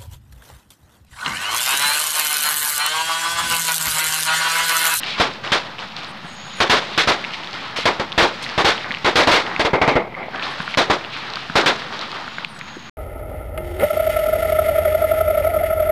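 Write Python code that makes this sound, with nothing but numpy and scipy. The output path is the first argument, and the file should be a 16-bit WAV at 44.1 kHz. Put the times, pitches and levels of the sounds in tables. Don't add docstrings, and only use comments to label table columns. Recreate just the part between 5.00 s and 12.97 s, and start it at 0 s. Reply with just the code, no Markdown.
import sys
import numpy as np
from scipy import signal
from scipy.io import wavfile

SR = 44100
rng = np.random.default_rng(int(sys.argv[2]) if len(sys.argv) > 2 else 0)


def linear_from_db(decibels):
    return 10 ** (np.asarray(decibels, float) / 20)


def unload_audio(sound):
    columns = np.transpose(np.atleast_2d(sound))
    steps = np.round(np.clip(columns, -1, 1) * 32767)
    wavfile.write(sys.argv[1], SR, steps.astype(np.int16))


N = 351469

# start_s, peak_db, echo_hold_s, crack_over_thump_db
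BANG_EVENTS = [(0.199, -13, 0.0047, 5), (0.519, -17.5, 0.0062, 10), (1.603, -13, 0.0017, 6),
               (1.697, -10.5, 0.028, 8), (1.977, -18.5, 0.0082, 14), (2.074, -17.5, 0.025, 7.5),
               (2.855, -12, 0.0077, 2.3), (2.997, -24.5, 0.00079, 1), (3.178, -13, .02, 6),
               (3.224, -16.5, 0.014, 4.5), (3.578, -18, 0.018, 2.5), (3.646, -17, .043, 8.5),
               (4.046, -21, 0.039, 3.5), (4.156, -13.5, 0.047, 7.5), (4.272, -8, .006, 1.5),
               (4.315, -14, 0.031, 10.5), (4.595, -21, 0.016, 4.5), (4.649, -21.5, 0.01, 4),
               (4.733, -13, 0.0045, -4.5), (4.815, -13, 0.0063, 0), (4.877, -11, 0.0058, 0.3),
               (4.955, -14.5, 0.011, -9), (5.773, -13, 0.012, 5.5), (5.899, -17, .011, 2),
               (6.555, -11.5, 0.019, 5), (6.66, -14.5, 0.011, 8.5)]


def rms_one(x):
    return x / np.sqrt(np.mean(x ** 2) + 1e-20)


def in_time(rows):
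    s, *columns = np.transpose(rows)
    return [np.interp(np.arange(N) / SR, s, column) for column in columns]


def passed(x, hz, kind, order=2):
    return signal.sosfilt(signal.butter(order, hz, kind, fs=SR, output="sos"), x)


def drift(rate):
    points = np.tanh(rng.standard_normal(1600) / 1.5)
    return rms_one(np.interp(np.arange(N) * rate / SR, np.arange(1600), points))


def coloured(spectrum, patchy_db):
    hz, db = np.transpose(spectrum)
    edges = hz[0] * 2 ** np.arange(0, np.log2(hz[-1] / hz[0]), .5)
    out, together, white = 0, drift(23.0), rng.standard_normal((2, N))
    for k, (low, high) in enumerate(zip(edges, edges[1:])):
        level_db = np.interp(np.log(low * high) / 2, np.log(hz), db)
        flicker_db = patchy_db * (1.26 * together + drift(25.))
        out = out + linear_from_db(level_db + flicker_db) * passed(white[k % 2], [low, high], "band")
    return rms_one(out)


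def add(track, sound, s):
    at = round(s * SR)
    track[at:at + len(sound)] += sound[:N - at]


def rolls(rows, rise_s):
    out, t = np.zeros(N), np.arange(SR) / SR
    for s, db, t60 in rows:
        dying = linear_from_db(2 * (db - 60 * t / max(t60, .05)))
        add(out, dying * np.minimum(t / rise_s, 1), s)
    return out


def crickets():
    # start_s, end_s, start_pitch_hz, end_pitch_hz, level_db, share_blurred
    chirps = [
        (1.206, 1.61, 6360, 6850, -23.5, 0.39),
        (7.124, 7.396, 6900, 6900, -33, 0.18),
        (7.518, 7.9, 6580, 6700, -32.5, 0.82),
    ]
    out = np.zeros(N)
    for start, end, from_hz, to_hz, db, blur in chirps:
        t = np.arange(round((end - start) * SR)) / SR
        stroke = (59. * t + 0.049 * drift(25.0)[:len(t)]) % 1
        hz = np.linspace(from_hz, to_hz, len(t)) - 550.0 * (stroke - .5)
        tone = np.sin(2 * np.pi * np.cumsum(hz) / SR)
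        pulses = np.sin(np.pi * stroke) ** 2.0 * linear_from_db(2.2 * drift(60.)[:len(t)])
        clear = np.minimum(t / 0.35, 1) * pulses * tone
        white = rng.standard_normal(SR)[:len(t)]
        narrow = rms_one(passed(white, [.965 * to_hz, 1.015 * to_hz], "band"))
        haze = 0.5 * np.minimum(t / 0.16, 1) * narrow
        add(out, linear_from_db(db) * ((1 - blur) * clear + blur * haze), start)
    return out


def katydid():
    # start_s, length_s, loudest_pitch_hz, level_db
    scrapes = [(1.068, 0.057, 9000, -37.5), (1.15, .045, 10900, -47), (1.224, 0.056, 9300, -43),
               (1.254, 0.063, 8100, -38), (1.312, 0.052, 8300, -39.5), (1.448, 0.071, 9240, -42),
               (1.55, 0.08, 9700, -32), (5.492, 0.055, 9400, -39), (5.6, .04, 9300, -41),
               (5.634, 0.04, 8200, -41), (5.684, .05, 9700, -42), (7.477, 0.066, 9900, -40.5),
               (7.532, 0.059, 9100, -39), (7.627, .025, 9700, -51), (7.747, .03, 8600, -48)]
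    wing_pitches = [7900, 8800, 9900, 11000]
    out = np.zeros(N)
    for start, length, hz, db in scrapes:
        teeth = rng.standard_normal(SR // 10)[:round(length * SR)]
        buzz = rms_one(passed(teeth, [.985 * hz, 1.015 * hz], "band"))
        buzz += 0.69 * rms_one(passed(teeth, [8000., 11500.], "band"))
        for wing_hz, chance in zip(wing_pitches, rng.standard_normal(len(wing_pitches))):
            ringing = rms_one(passed(teeth, [.99 * wing_hz, 1.01 * wing_hz], "band"))
            buzz += linear_from_db(-11 + 6.7 * chance) * ringing
        add(out, linear_from_db(db - 3) * np.hanning(len(teeth)) ** .5 * buzz, start)
    return out


def night_rumble():
    # pitch_hz, level_db (per Hz)
    hum = [(30, -13), (60, -7.5), (110, -3.5), (180, 6.5), (280, -11), (420, -13)]
    rumble_db, after_bang_db, die_away_s = -43.5, -31, 2.8
    stirred = rolls([(s, db + after_bang_db, die_away_s) for s, db, *_ in BANG_EVENTS], .05)
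    return np.sqrt(linear_from_db(2 * rumble_db) + stirred) * coloured(hum, patchy_db=0.0)


def fuse_and_far_crackers():
    # start_s, vigour_db, sparkiness_db
    burning = [(0, -30, -0.5), (.4, -42, 2), (1.1, -37, -3.5), (1.6, -36, 4.5), (2.3, -32.5, 2.5),
               (2.7, -33, 1), (3.1, -36, 1.5), (3.35, -35.5, 4.5), (3.55, -32, 3.5), (4.0, -35, 4),
               (4.55, -25.5, -5), (5.07, -48, 4), (5.2, -29, -6), (5.75, -30.5, 1), (5.765, -37.5, -3.5),
               (6.2, -33.5, 0), (7.445, -35.5, 1), (7.457, -39, 0)]
    # start_s, level_db, die_away_s, fizz_over_roar_db
    far_rolls = [(0.029, -30.5, 0.28, 4), (.06, -30, 0.68, 5), (0.178, -21, 0.25, 0.5),
                 (0.432, -25.5, 1, -4.5), (.655, -32, .4, -17), (.78, -30, 1, -3), (.96, -30.5, 0.89, -2),
                 (1.02, -27, 0.23, -6), (1.58, -27.5, .2, -5), (1.9, -35, 1, -1.5),
                 (2.329, -35, 0.16, 10.5), (2.53, -25, 0.6, -5.5), (2.76, -22.5, 0.37, 4.5),
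                 (3.41, -28.5, 1, -2.5), (3.77, -31.5, 0.43, -2), (3.85, -24, 0.49, -20),
                 (4.45, -29, 0.25, -25), (5.16, -26.5, 0.86, -13), (5.33, -22.5, 0.71, -23),
                 (5.42, -29.5, 0.76, 0.5), (5.7, -39, 0.36, -6), (6.12, -34.5, 0.76, 3),
                 (6.21, -31.5, 0.9, -23), (6.35, -32, 0.93, -2.5), (6.77, -31, 0.36, -3.5),
                 (6.92, -27.5, 0.43, -3), (7.0, -28.5, 1, -6), (7.14, -26.5, 0.43, -5.5),
                 (7.38, -27.5, 0.24, -14), (7.67, -34, 0.24, -3)]
    # pitch_hz, level_db (per Hz)
    roar_colour = [(250, -3.5), (450, -8), (800, -0.5), (1200, 0.5), (1800, -2.5), (2600, -10)]
    # pitch_hz, level_db (per Hz)
    fizz_colour = [(1500, -12), (2200, 17.5), (3200, 31), (5000, 3), (6200, -21), (9000, -23),
                   (14000, -43.5)]
    fizz_under_roar_db, far_rise_s = -5, 0.016

    vigour_db, sparks_db = in_time(burning)
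    steady = linear_from_db(2 * vigour_db)
    roar_power = steady + rolls([row[:3] for row in far_rolls], far_rise_s)
    bright = [(s, db + fizz_db, t60) for s, db, t60, fizz_db in far_rolls]
    fizz_power = steady * linear_from_db(2 * (fizz_under_roar_db + sparks_db)) + rolls(bright, far_rise_s)

    sizes = linear_from_db(2.5 * np.minimum(rng.exponential(1, N), 4)) * rng.choice([-1, 1], N)
    grains = sizes * (rng.random(N) < 1500. / SR)
    grit = rms_one(passed(grains, [1800., 6500.], "band"))
    sizzle = rms_one(passed(rng.standard_normal(N), [4200., 5500.], "band", order=3))
    fizz = coloured(fizz_colour, patchy_db=1.1) + 0.75 * grit + 0.45 * sizzle
    roar = coloured(roar_colour, patchy_db=1.1)
    return linear_from_db(-1.5) * np.sqrt(roar_power) * roar + linear_from_db(2.0) * np.sqrt(fizz_power) * fizz


def spark_jets():
    # start_s, level_db, die_away_s
    jets = [
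        (2.762, -23, 0.25),
        (3.423, -18, 0.12),
        (5.70, -42, 0.072),
        (7.589, -12, 0.014),
    ]
    out, t = np.zeros(N), np.arange(SR // 5) / SR
    for (s, db, t60), white in zip(jets, rng.standard_normal((len(jets), len(t)))):
        hiss = rms_one(passed(white, [4000., 11000.], "band"))
        add(out, linear_from_db(db - 60 * t / t60) * np.minimum(t / .004, 1) * hiss, s)
    return out


def snaps_and_knocks():
    # start_s, peak_db, pitch_hz, ground_echo_db
    air_snaps = [(0.0333, -3.5, 2900, -19), (0.0626, -7, 3570, -8), (0.469, -27, 2780, 18),
                 (0.7844, -19, 2960, 4), (0.9804, -28, 1500, -11), (2.2413, -10, 2630, 1.5),
                 (2.3368, -13.5, 2330, 1.5), (3.12, -7, 3550, 1), (3.4411, -9, 3800, -1),
                 (3.4575, -20, 2000, 6), (3.4912, -5, 3480, -2), (3.8443, -15, 1740, -6),
                 (3.9074, -10.5, 1870, 1), (3.9408, -6, 2840, 2), (5.143, -18.5, 2110, 0),
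                 (5.7407, -5, 2180, 5), (6.041, -14, 2860, 2), (6.1647, -12, 2030, -9.5),
                 (6.8198, -17, 1610, -6), (6.9246, -17.5, 1590, -5)]
    # start_s, peak_db, pitch_hz
    paper_pops = [(0.1443, -15, 2430), (0.4424, -23, 900), (1.2504, -20, 1360), (1.406, -38, 1490),
                  (2.3068, -16, 2510), (3.4638, -12, 2560), (3.779, -7, 2850), (3.81, -10, 2650),
                  (3.9708, -10, 2430), (4.466, -8, 2870), (4.563, -3, 2600), (5.123, -27, 2040),
                  (5.2298, -17, 2300), (5.2835, -20, 760), (5.3468, -12, 1180), (5.3596, -14, 2760),
                  (5.4256, -8.5, 2640), (5.467, -17, 1170), (5.603, -5, 1550), (5.678, -12.5, 1480),
                  (6.011, -19, 2390), (6.3702, -15, 1300), (6.4985, -13, 1490), (7.025, -21, 1180),
                  (7.128, -17, 1220), (7.279, -15, 1400), (7.3835, -12, 1480), (7.4471, -1.5, 2800),
                  (7.5627, -24, 1360), (7.6119, -14, 2380)]
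    # start_s, peak_db, pitch_hz
    grit_ticks = [(0.337, -13, 4800), (0.9215, -18, 3770), (0.966, -7.5, 4130), (1.0335, -17, 3720),
                  (1.046, -13, 4360), (1.9484, -9, 3010), (2.3777, -23, 3320), (2.4345, -16.5, 3220),
                  (2.4451, -13, 3960), (2.4731, -11, 3320), (2.5098, -11, 4260), (2.531, -8, 4350),
                  (2.5607, -19, 3180), (3.0895, -25, 3270), (3.9209, -3, 3700), (4.514, -15, 3430),
                  (5.396, -8, 3120), (5.992, -33, 3230), (6.302, -10, 4400), (6.3366, -6, 4070),
                  (6.3569, 0.5, 4530), (6.865, -16, 3400), (6.9921, -3, 4360), (7.0126, -3, 4170),
                  (7.0975, -26, 4370), (7.1167, -6, 4370), (7.7932, -22, 4400)]
    # start_s, peak_db, pitch_hz
    case_knocks = [
        (1.245, -29, 165),
        (2.787, -13, 496),
        (3.902, -27, 215),
        (5.6, -24, 167),
        (6.497, -25.5, 167),
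        (7.275, -35, 183),
        (7.382, -36, 165),
        (7.768, -24.5, 340),
    ]
    ring_cycles, knock_cycles, ground_lag_s = 14.9, 9.6, .0065

    out, t = np.zeros(N), np.arange(SR // 20) / SR
    off_ground = [(s + ground_lag_s, db + echo_db, hz) for s, db, hz, echo_db in air_snaps]
    dry_clicks = air_snaps + off_ground + paper_pops + grit_ticks
    rows = [(*row[:3], ring_cycles / row[2]) for row in dry_clicks]
    rows += [(*row, knock_cycles / row[2]) for row in case_knocks]
    for (s, db, hz, t60), white in zip(rows, rng.standard_normal((len(rows), len(t)))):
        spit = rms_one(passed(white, [0.67 * hz, 1.32 * hz], "band"))
        click = np.sin(2 * np.pi * hz * t) + 0.77 * spit
        shape = np.minimum(t / 0.00045, 1) * linear_from_db(-60 * t / max(t60, .002))
        add(out, linear_from_db(db + 1.0) * click * shape, s)
    return out


def bangs():
    echo_t60_s, overload_db = 0.15, 9
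    out, t = np.zeros(N), np.arange(SR // 2) / SR
    uneven = np.array([drift(90.), drift(140.)])
    for (s, db, hold_s, crack_db), white in zip(BANG_EVENTS, rng.standard_normal((len(BANG_EVENTS), 3, len(t)))):
        dying_db = -60 * np.maximum(t - hold_s, 0) / echo_t60_s
        thump = rms_one(passed(white[0], [300., 1300.], "band"))
        thump = thump * (linear_from_db(dying_db) + linear_from_db(-25.0 - 51.6 * t))

        crack = passed(white[1], [1300., 5500.], "band")
        crack = crack + 0.35 * passed(white[1], [1300., 2100.], "band")
        crack = crack + 0.31 * passed(white[1], [3100., 4000.], "band")
        crack_fade = linear_from_db(dying_db - 42.0 * t) + linear_from_db(-25.5 - 67 * t) + linear_from_db(-5.0 - 2600 * t)
        crack = rms_one(crack) * crack_fade

        boom = rms_one(passed(white[2], [40., 250.], "band", order=1)) * linear_from_db(-14.0 - 680 * t)
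        lumps = linear_from_db(2.02 * np.roll(uneven, -round(s * SR), axis=1)[:, :len(t)])
        build_up = np.minimum(t / 0.0007, 1) * (1 - 0.25 * np.exp(-t / 0.0061))
        echoes = build_up * (lumps[0] * thump + lumps[1] * linear_from_db(crack_db - 2.5) * crack + boom)
        shock = 2.67 * (1 - t / 0.00054) * np.exp(-t / 0.001)
        add(out, linear_from_db(db + overload_db) * (echoes + shock), s)
    return out


def scene():
    insects = crickets() + katydid()
    burning = night_rumble() + fuse_and_far_crackers() + spark_jets()
    air = insects + burning + snaps_and_knocks() + bangs()
    return np.array([air, air])


def cupped(x):
    # start_s, share_covered
    hand = [
        (0, 0),
        (4.58, 0.21),
        (4.64, 0.29),
        (4.72, 0.68),
        (5.28, 0.78),
        (5.36, 0),
        (8, 0.03),
    ]
    # pitch_hz, width_hz, level_db
    hollows = [
        (650, 650, 0.5),
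        (2126, 235, 5.5),
    ]
    ringing = sum(linear_from_db(db) * passed(x, [hz - width / 2, hz + width / 2], "band", order=1)
                  for hz, width, db in hollows)
    share = np.clip(in_time(hand)[0], 0, 1)
    return (1 - share) * x + share * (ringing + 1.04 * passed(x, 400.0, "low"))


def band_limit(x):
    return signal.sosfilt(signal.butter(12, 16470, fs=SR, output="sos"), x)


def record(dry):
    ceiling, hiss_db, end_s = .385, -68.5, 7.897
    drive = cupped(dry) / ceiling
    clipped = ceiling * drive / (1 + np.abs(drive) ** 3) ** (1 / 3)
    lopsided = clipped + .03 * np.tanh(drive ** 2)
    clipped = passed(lopsided, 36.0, "high", order=1)

    port = clipped + 0.23 * passed(clipped, [3600., 5200.], "band", order=1)
    dulled = passed(port, 3204.0, "low") - linear_from_db(-28.5) * passed(clipped, 7000., "high")

    unlike = linear_from_db(-26) * passed(np.roll(dulled[0], 150), [3500., 4800.], "band")
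    unlike = unlike + linear_from_db(-14.5) * passed(np.roll(dulled[0], 90), 8300.0, "high")
    unlike = unlike + linear_from_db(-37.5) * dulled[0]

    white = rng.standard_normal((3, N))
    hiss = linear_from_db(hiss_db) * passed(white[:2] + white[2], 5400.0, "high")
    top_cut = signal.cheby2(10, 60, 16800, fs=SR, output="sos")
    both = signal.sosfilt(top_cut, dulled + unlike * [[1], [-1]] + hiss)
    running = np.clip((end_s - np.arange(N) / SR) / 0.0021, 0, 1)
    return band_limit((both - .005) * running)


dry = scene()
out = record(dry)
unload_audio(out)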